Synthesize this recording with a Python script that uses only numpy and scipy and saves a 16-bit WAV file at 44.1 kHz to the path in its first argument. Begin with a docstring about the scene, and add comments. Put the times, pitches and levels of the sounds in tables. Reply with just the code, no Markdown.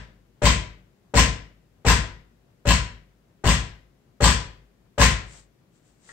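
"""In a small room with steel safes, a rifle is banged butt first on a hardwood floor seven times.
Each blow is a dull knock of noise and filtered impulse; summed decaying sines make the floor and room boom,
and a train of bounces sets loose metal clattering for about a tenth of a second. Before the first full blow
an earlier one is dying away. At the end the rifle slides through the hand and is caught with a slap of
short modes. The microphone is near and hears more at its left port, over a low room tone and hiss."""
import sys
import numpy as np
from scipy import signal
from scipy.fft import rfft, irfft
from scipy.io import wavfile

SR = 44100
rng = np.random.default_rng(int(sys.argv[2]) if len(sys.argv) > 2 else 0)


def to_wav(sig):
    """Store sig (one row per channel, or 1-D mono) as 16-bit WAV at the path in sys.argv[1].

    Samples outside -1..1 are clipped; the rate is SR.
    """
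    pcm = np.clip(np.atleast_2d(sig), -1, 1) * 32767
    pcm = np.round(pcm).astype(np.int16)
    wavfile.write(sys.argv[1], SR, pcm.T)  # frames by channels


N = 270200
T = np.arange(SR) / SR  # one second of time, s
FREQS = np.arange(SR // 2 + 1)  # Hz

# blows of the butt, the first already dying away; the knock is set by how squarely the butt lands:
# [t/s, strength/dB, knock/dB]
BLOW_TIMES = [(-.27, 1.5, -0.5), (.417, 0.03, -4), (1.137, 1.9, -4), (1.847, 1.5, -6.5), (2.652, -0.7, -9),
              (3.438, -1.85, -5.5), (4.203, 2.23, -6), (4.978, 3, -4.5)]


def undb(db):
    """Decibels to gain."""
    return 10 ** (np.asarray(db) / 20)


def along(points, hz):
    """Read (f/Hz, value) points on a log-frequency axis."""
    f, value = np.transpose(points)
    return np.interp(np.log(hz + 1), np.log(f), value)


def convolve(x, response):
    """Pass a sound through a response, keeping its length."""
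    x = np.atleast_2d(x)
    return signal.fftconvolve(x, np.atleast_2d(response), axes=-1)[:, :x.shape[-1]]


def colour(x, points):
    """Equalise with a minimum-phase filter of the given (f/Hz, level/dB) response."""
    cepstrum = irfft(np.log(undb(along(points, FREQS))))
    # folding the cepstrum onto positive time makes the filter causal
    cepstrum[1:SR // 2] *= 2
    cepstrum[SR // 2 + 1:] = 0
    response = irfft(np.exp(rfft(cepstrum)))[:8192]
    return convolve(x, response)


def burst(x, db):
    """Scale a short sound to the level it would have if spread over a tenth of a second."""
    spread_rms = np.sqrt(np.mean(x ** 2) * x.shape[-1] / (SR / 10))
    return x * undb(db) / spread_rms


def add(out, s, x):
    """Mix a sound in at a time in seconds; it may overhang either end."""
    start = int(s * SR)
    lo, hi = max(start, 0), min(start + x.shape[-1], N)
    out[:, lo:hi] += x[..., lo - start:hi - start]


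def ring(modes):
    """Free decay of struck modes (f/Hz, level/dB, t60/s), each an exponentially fading sine."""
    return sum(undb(db - 60 * T / t60) * np.sin(2 * np.pi * hz * T) for hz, db, t60 in modes)


def contact(decay_s):
    """One gritty touch of two hard surfaces: fading noise of unit energy."""
    grit = rng.standard_normal(SR) * np.exp(-T / decay_s)
    return grit / np.linalg.norm(grit)


def diffuse(size, alike_hz=400):
    """Noise from all around at two close ports: alike in the bass, unrelated in the treble."""
    mid, side = rfft(rng.standard_normal((2, size)))
    hz = np.arange(len(mid)) * SR / size
    alike = 1 / (1 + (hz / alike_hz) ** 2)
    mid = mid * np.sqrt(1 + alike)
    side = side * np.sqrt(1 - alike)
    return irfft(np.array([mid + side, mid - side]), size)


def room(direct_db, build_s=0.00065):
    """Path from one spot to the microphone: the direct sound, then a tail that dulls as it fades."""
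    # reverberation of the room: [f/Hz, t60/s]
    reverb = [(150, .55), (500, 0.52), (1000, 0.42), (2000, 0.43), (5000, 0.36), (8000, 0.29),
              (15000, 0.14)]
    left_lag_s = .00008
    hz, s, cells = signal.stft(diffuse(size=SR), SR, nperseg=256)
    fade_db = -60 * s / along(reverb, hz)[:, None]
    tail = signal.istft(cells * undb(fade_db), SR)[1][:, :SR]
    tail = tail * (1 - np.exp(-T / build_s))
    # the direct sound comes 8 samples in, a little later still at the left port
    lags = np.array([[left_lag_s * SR], [0]]) + 8
    direct = np.sinc(T * SR - lags)
    return burst(tail, 0) + burst(direct, direct_db)


def room_tone(hum_db=-60, lift_db=-61, lift_after_s=0.65, lift_half_s=0.034):
    """A low steady rumble, and a soft flutter of clothing as the arm comes up after each blow."""
    # spectrum of the rumble: [f/Hz, level per Hz/dB]
    hum_colour = [(15, -43.5), (25, -4.5), (55, -4), (79, -21), (104, -7), (173, -7), (289, -14),
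                  (410, -13.5), (445, -19), (495, -17), (895, -26.5), (1300, -28.5), (1850, -29.5),
                  (15500, -49.5)]
    flutter_colour = [(40, -7.5), (120, 9.5), (350, -18.5), (800, -10.0), (4000, -38)]
    t = np.arange(N) / SR
    hum = colour(diffuse(size=N), hum_colour)
    lift = sum(np.exp(-((t - blow[0] - lift_after_s) / lift_half_s) ** 2) for blow in BLOW_TIMES)
    flutter = colour(diffuse(size=N), flutter_colour)
    tone = undb(hum_db) * hum / hum.std() + undb(lift_db) * lift * flutter / flutter.std()
    # the tone is thinned below 46 Hz
    return signal.sosfilt(signal.butter(8, 46, "high", fs=SR, output="sos"), tone)


def handling(grain_db=0.9, slap_db=-10, catch_s=6.091, catch_db=-50.5):
    """Cloth and skin slide along the stock as swells of grainy noise; the other hand slaps shut on it."""
    # sleeve and palm sliding on the stock: [t/s, half length/s, level/dB]
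    slides = [(5.345, 0.072, -46.5), (5.762, 0.036, -65), (5.887, 0.062, -63.5), (6.12, 0.083, -49.5)]
    # colour of the sliding: [f/Hz, level/dB]
    slide_colour = [(200, 6), (1000, 2.5), (3000, 1), (6000, 1), (7800, 8.5), (9000, 10.5), (16000, -9)]
    # the stock slapped by the palm: [f/Hz, level/dB, t60/s]
    palm_modes = [(1143, -6, 0.15), (1394, -0.5, .12), (1710, 4, 0.048), (1886, 9, 0.095), (1980, -13, .06),
                  (2280, -22, .06)]
    t = np.arange(N) / SR
    speed = sum(undb(db) * np.exp(-((t - s) / half) ** 2) for s, half, db in slides)
    # the grain jumps in level every 200 samples
    steps = np.repeat(rng.standard_normal(N // 200 + 1), 200)[:N]
    rub = colour(diffuse(size=N) * undb(grain_db * steps), slide_colour)
    out = speed * rub / rub.std()
    slap = burst(ring(palm_modes), 0) + burst(contact(decay_s=0.00087), slap_db)
    add(out, catch_s, burst(convolve(slap, room(direct_db=-1.0)), catch_db))
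    return out


def rattle(count=4, bounces=3, rate=300, scatter_db=4.5, chatter_db=3, jitter_s=.0006, uneven_db=1):
    """Impacts of loose parts thrown up by the jolt: each lands and bounces ever lower, amid dense chatter."""
    # the light parts land first and softly; the heavy one flies longest and lands hard
    shortest_flight_s, longest_flight_s = .018, .0372
    light_part_db, heavy_part_db = -10, 1
    # each bounce lasts this share of the flight before it, and is weaker
    rebound, bounce_loss_db = .44, 3.5
    # the chatter swells until the parts are down, then dies ever faster (60 dB in settle_s)
    swell_s, swell_power, settle_s, settle_power = 0.041, 1.2, 0.17, 1.5

    swell = np.minimum(T / swell_s, 1) ** swell_power
    fade_db = -60 * (np.maximum(T - swell_s, 0) / settle_s) ** settle_power
    size = swell * undb(fade_db + scatter_db * rng.standard_normal((count, SR)))
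    # rate is taps per second over all the parts together
    taps = size * (rng.random((count, SR)) < rate / SR / count)
    taps *= undb(chatter_db) / np.linalg.norm(taps)
    for part, flight in enumerate(np.linspace(shortest_flight_s, longest_flight_s, count)):
        first_db = heavy_part_db if part == count - 1 else light_part_db
        s = 0
        for k, (late, hard) in enumerate(rng.standard_normal((bounces, 2))):
            s += flight * rebound ** k
            landing_db = first_db - k * bounce_loss_db + uneven_db * hard
            taps[part, int(abs(s + jitter_s * late) * SR)] += undb(landing_db)
    return taps


def gritty(taps, decay_s=0.0011):
    """Every impact grates for an instant: noise shaped by the fading energy of the taps."""
    energy = convolve(taps ** 2, np.exp(-2 * T / decay_s))
    return np.sqrt(np.abs(energy)) * rng.standard_normal(energy.shape)


def floor_boom(rise_s=0.056):
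    """The heaving floor takes a few cycles to fill the room's low modes, which then ring down."""
    # low modes of floor and room: [f/Hz, level/dB, t60/s]
    boom_modes = [(41.4, -11.5, 0.33), (50.6, -17, 0.66), (58.78, 5, 0.33), (73.86, -8, 0.39),
                  (91.94, -11, 0.4), (108.84, -10.5, 0.45), (120.3, 10, 0.11), (139.4, -20, 0.49),
                  (162.4, -1.2, 0.24), (184.9, -8, 0.3), (209.5, -8.5, 0.26), (239.8, -17, 0.37),
                  (258, 0.5, 0.13)]
    # neighbouring modes swing against each other
    swinging = ring(boom_modes[::2]) - ring(boom_modes[1::2])
    return swinging * (1 - np.exp(-T / rise_s)) ** 2


def butt_response(stock_db=-7):
    """Path of the knock: the coloured room, plus the ringing of the stock and the boards under it."""
    # the butt on the boards: [f/Hz, level/dB]
    knock_colour = [(150, 2.5), (330, -6), (480, 0.5), (590, 0), (780, -2.5), (900, -4), (1300, -5.5),
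                    (3000, -14.5), (5000, -24.5), (7600, -17.5), (16000, -26.5)]
    # stock and boards under the butt: [f/Hz, level/dB, t60/s]
    stock_modes = [(248, -9.5, 0.023), (454, -9.5, 0.58), (547.5, 1, 0.41), (578, 10, 0.19),
                   (728, -6.5, 0.13), (817, -4.5, 0.061)]
    return burst(colour(room(direct_db=-17.5), knock_colour), 0) + burst(ring(stock_modes), stock_db)


def steel_response(wet_db=-5):
    """Ringing modes of the steel, heard dry and through the room."""
    # ringing steel: [f/Hz, level/dB, t60/s]
    steel_modes = [(987, -1, .22), (1012, 1, .08), (1042, 3, .13), (1062, -2, .08), (1098, -3, .16),
                   (1179, -5, .15), (1610, -4, .1), (1663, -3, .13), (1910, -4, .13), (2045, -6, .14),
                   (2460, -10, .1), (3120, -10, .1)]
    steel = ring(steel_modes)
    return burst(steel, 0) + burst(convolve(steel, room(direct_db=-13.5)), wet_db)


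def knock(path, seat_s=.003, touch_db=-15, grind_db=1.0, grind_s=0.026):
    """The butt pad touches, seats hard on the boards, then grinds dully against them as the stock flexes."""
    push = undb(touch_db) * contact(decay_s=0.00049)
    push[int(seat_s * SR)] += 1
    grind_colour = [(300, -6.5), (600, 1.0), (900, -1.5), (2000, -11), (6000, -27.5)]
    grind = colour(contact(decay_s=grind_s), grind_colour)
    return convolve(push + undb(grind_db) * grind, path)


def blows(count=4, knock_db=-19.5, clatter_db=-16, steel_db=-23.5, steel_from_s=0.039, boards_db=-30):
    """Each blow knocks the boards, swells the low modes and shakes the loose metal."""
    # colour of the clatter: [f/Hz, level/dB]
    clatter_colour = [(200, -13.5), (400, -7), (750, -12.5), (1350, -0.5), (1660, 3), (1780, 2), (1920, 4),
                      (2200, 0.5), (3100, 2.5), (4000, -2), (5600, -3), (6600, -3), (7000, -4), (7600, 0)]
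    board_colour = [(70, -18.5), (130, 6.5), (280, -3), (420, -7.0), (700, -14.5), (1500, -37.5)]
    # the floor gives less than the metal: dB of heave per dB of strength
    heave_per_db = .4
    out = np.zeros((2, N))
    boom = floor_boom()
    butt_path = butt_response()
    part_paths = [colour(room(direct_db=-5), clatter_colour) for _ in range(count)]
    board_path = colour(room(direct_db=-14), board_colour)
    steel_path = steel_response()
    for s, strength_db, hit_db in BLOW_TIMES:
        heave_db = heave_per_db * strength_db
        impacts = gritty(rattle(count=count))
        all_impacts = impacts.sum(axis=0)
        clatter = sum(convolve(part, path) for part, path in zip(impacts, part_paths))
        # the steel rings fully once the heaviest part has come down
        ringing = convolve(all_impacts * np.where(T > steel_from_s, 1, .5), steel_path)
        # the landings also drum on the boards
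        drumming = convolve(all_impacts, board_path)
        add(out, s, boom * undb(heave_db))
        add(out, s, burst(knock(butt_path), knock_db + hit_db))
        add(out, s, burst(clatter, clatter_db + strength_db))
        add(out, s, burst(ringing, steel_db + strength_db))
        add(out, s, burst(drumming, boards_db + heave_db))
    return out


def scene():
    """Blows and handling over the room tone, louder at the left port."""
    # how much louder the left port hears, split evenly between the ports: [f/Hz, level/dB]
    left_excess = [(60, 4.4), (180, 4.1), (350, 5), (700, 4.3), (1400, 6.2), (2800, 4.9), (4500, 6.5),
                   (6800, 9), (8600, .5), (13500, 3.6)]
    near = room_tone() + handling() + blows()
    left = colour(near[0], [(hz, db / 2) for hz, db in left_excess])
    right = colour(near[1], [(hz, -db / 2) for hz, db in left_excess])
    return np.vstack([left, right])


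def record(dry):
    """The microphone rounds peaks near full scale, colours the treble, adds its hiss and cuts the top."""
    # the microphone's treble, with a deep notch: [f/Hz, level/dB]
    mic_colour = [(7900, -1.5), (8500, -5.5), (9400, -20.5), (9800, -46.5), (10500, -45), (11500, -34.5),
                  (12500, -21), (14200, -20), (15700, -24)]
    hiss_db, top_hz = -77, 15700
    rounded = dry / (1 + dry ** 8) ** (1 / 8)
    heard = colour(rounded, mic_colour) + undb(hiss_db) * rng.standard_normal(dry.shape)
    return signal.sosfilt(signal.ellip(10, .2, 80, top_hz, fs=SR, output="sos"), heard)


dry = scene()
out = record(dry)
to_wav(out)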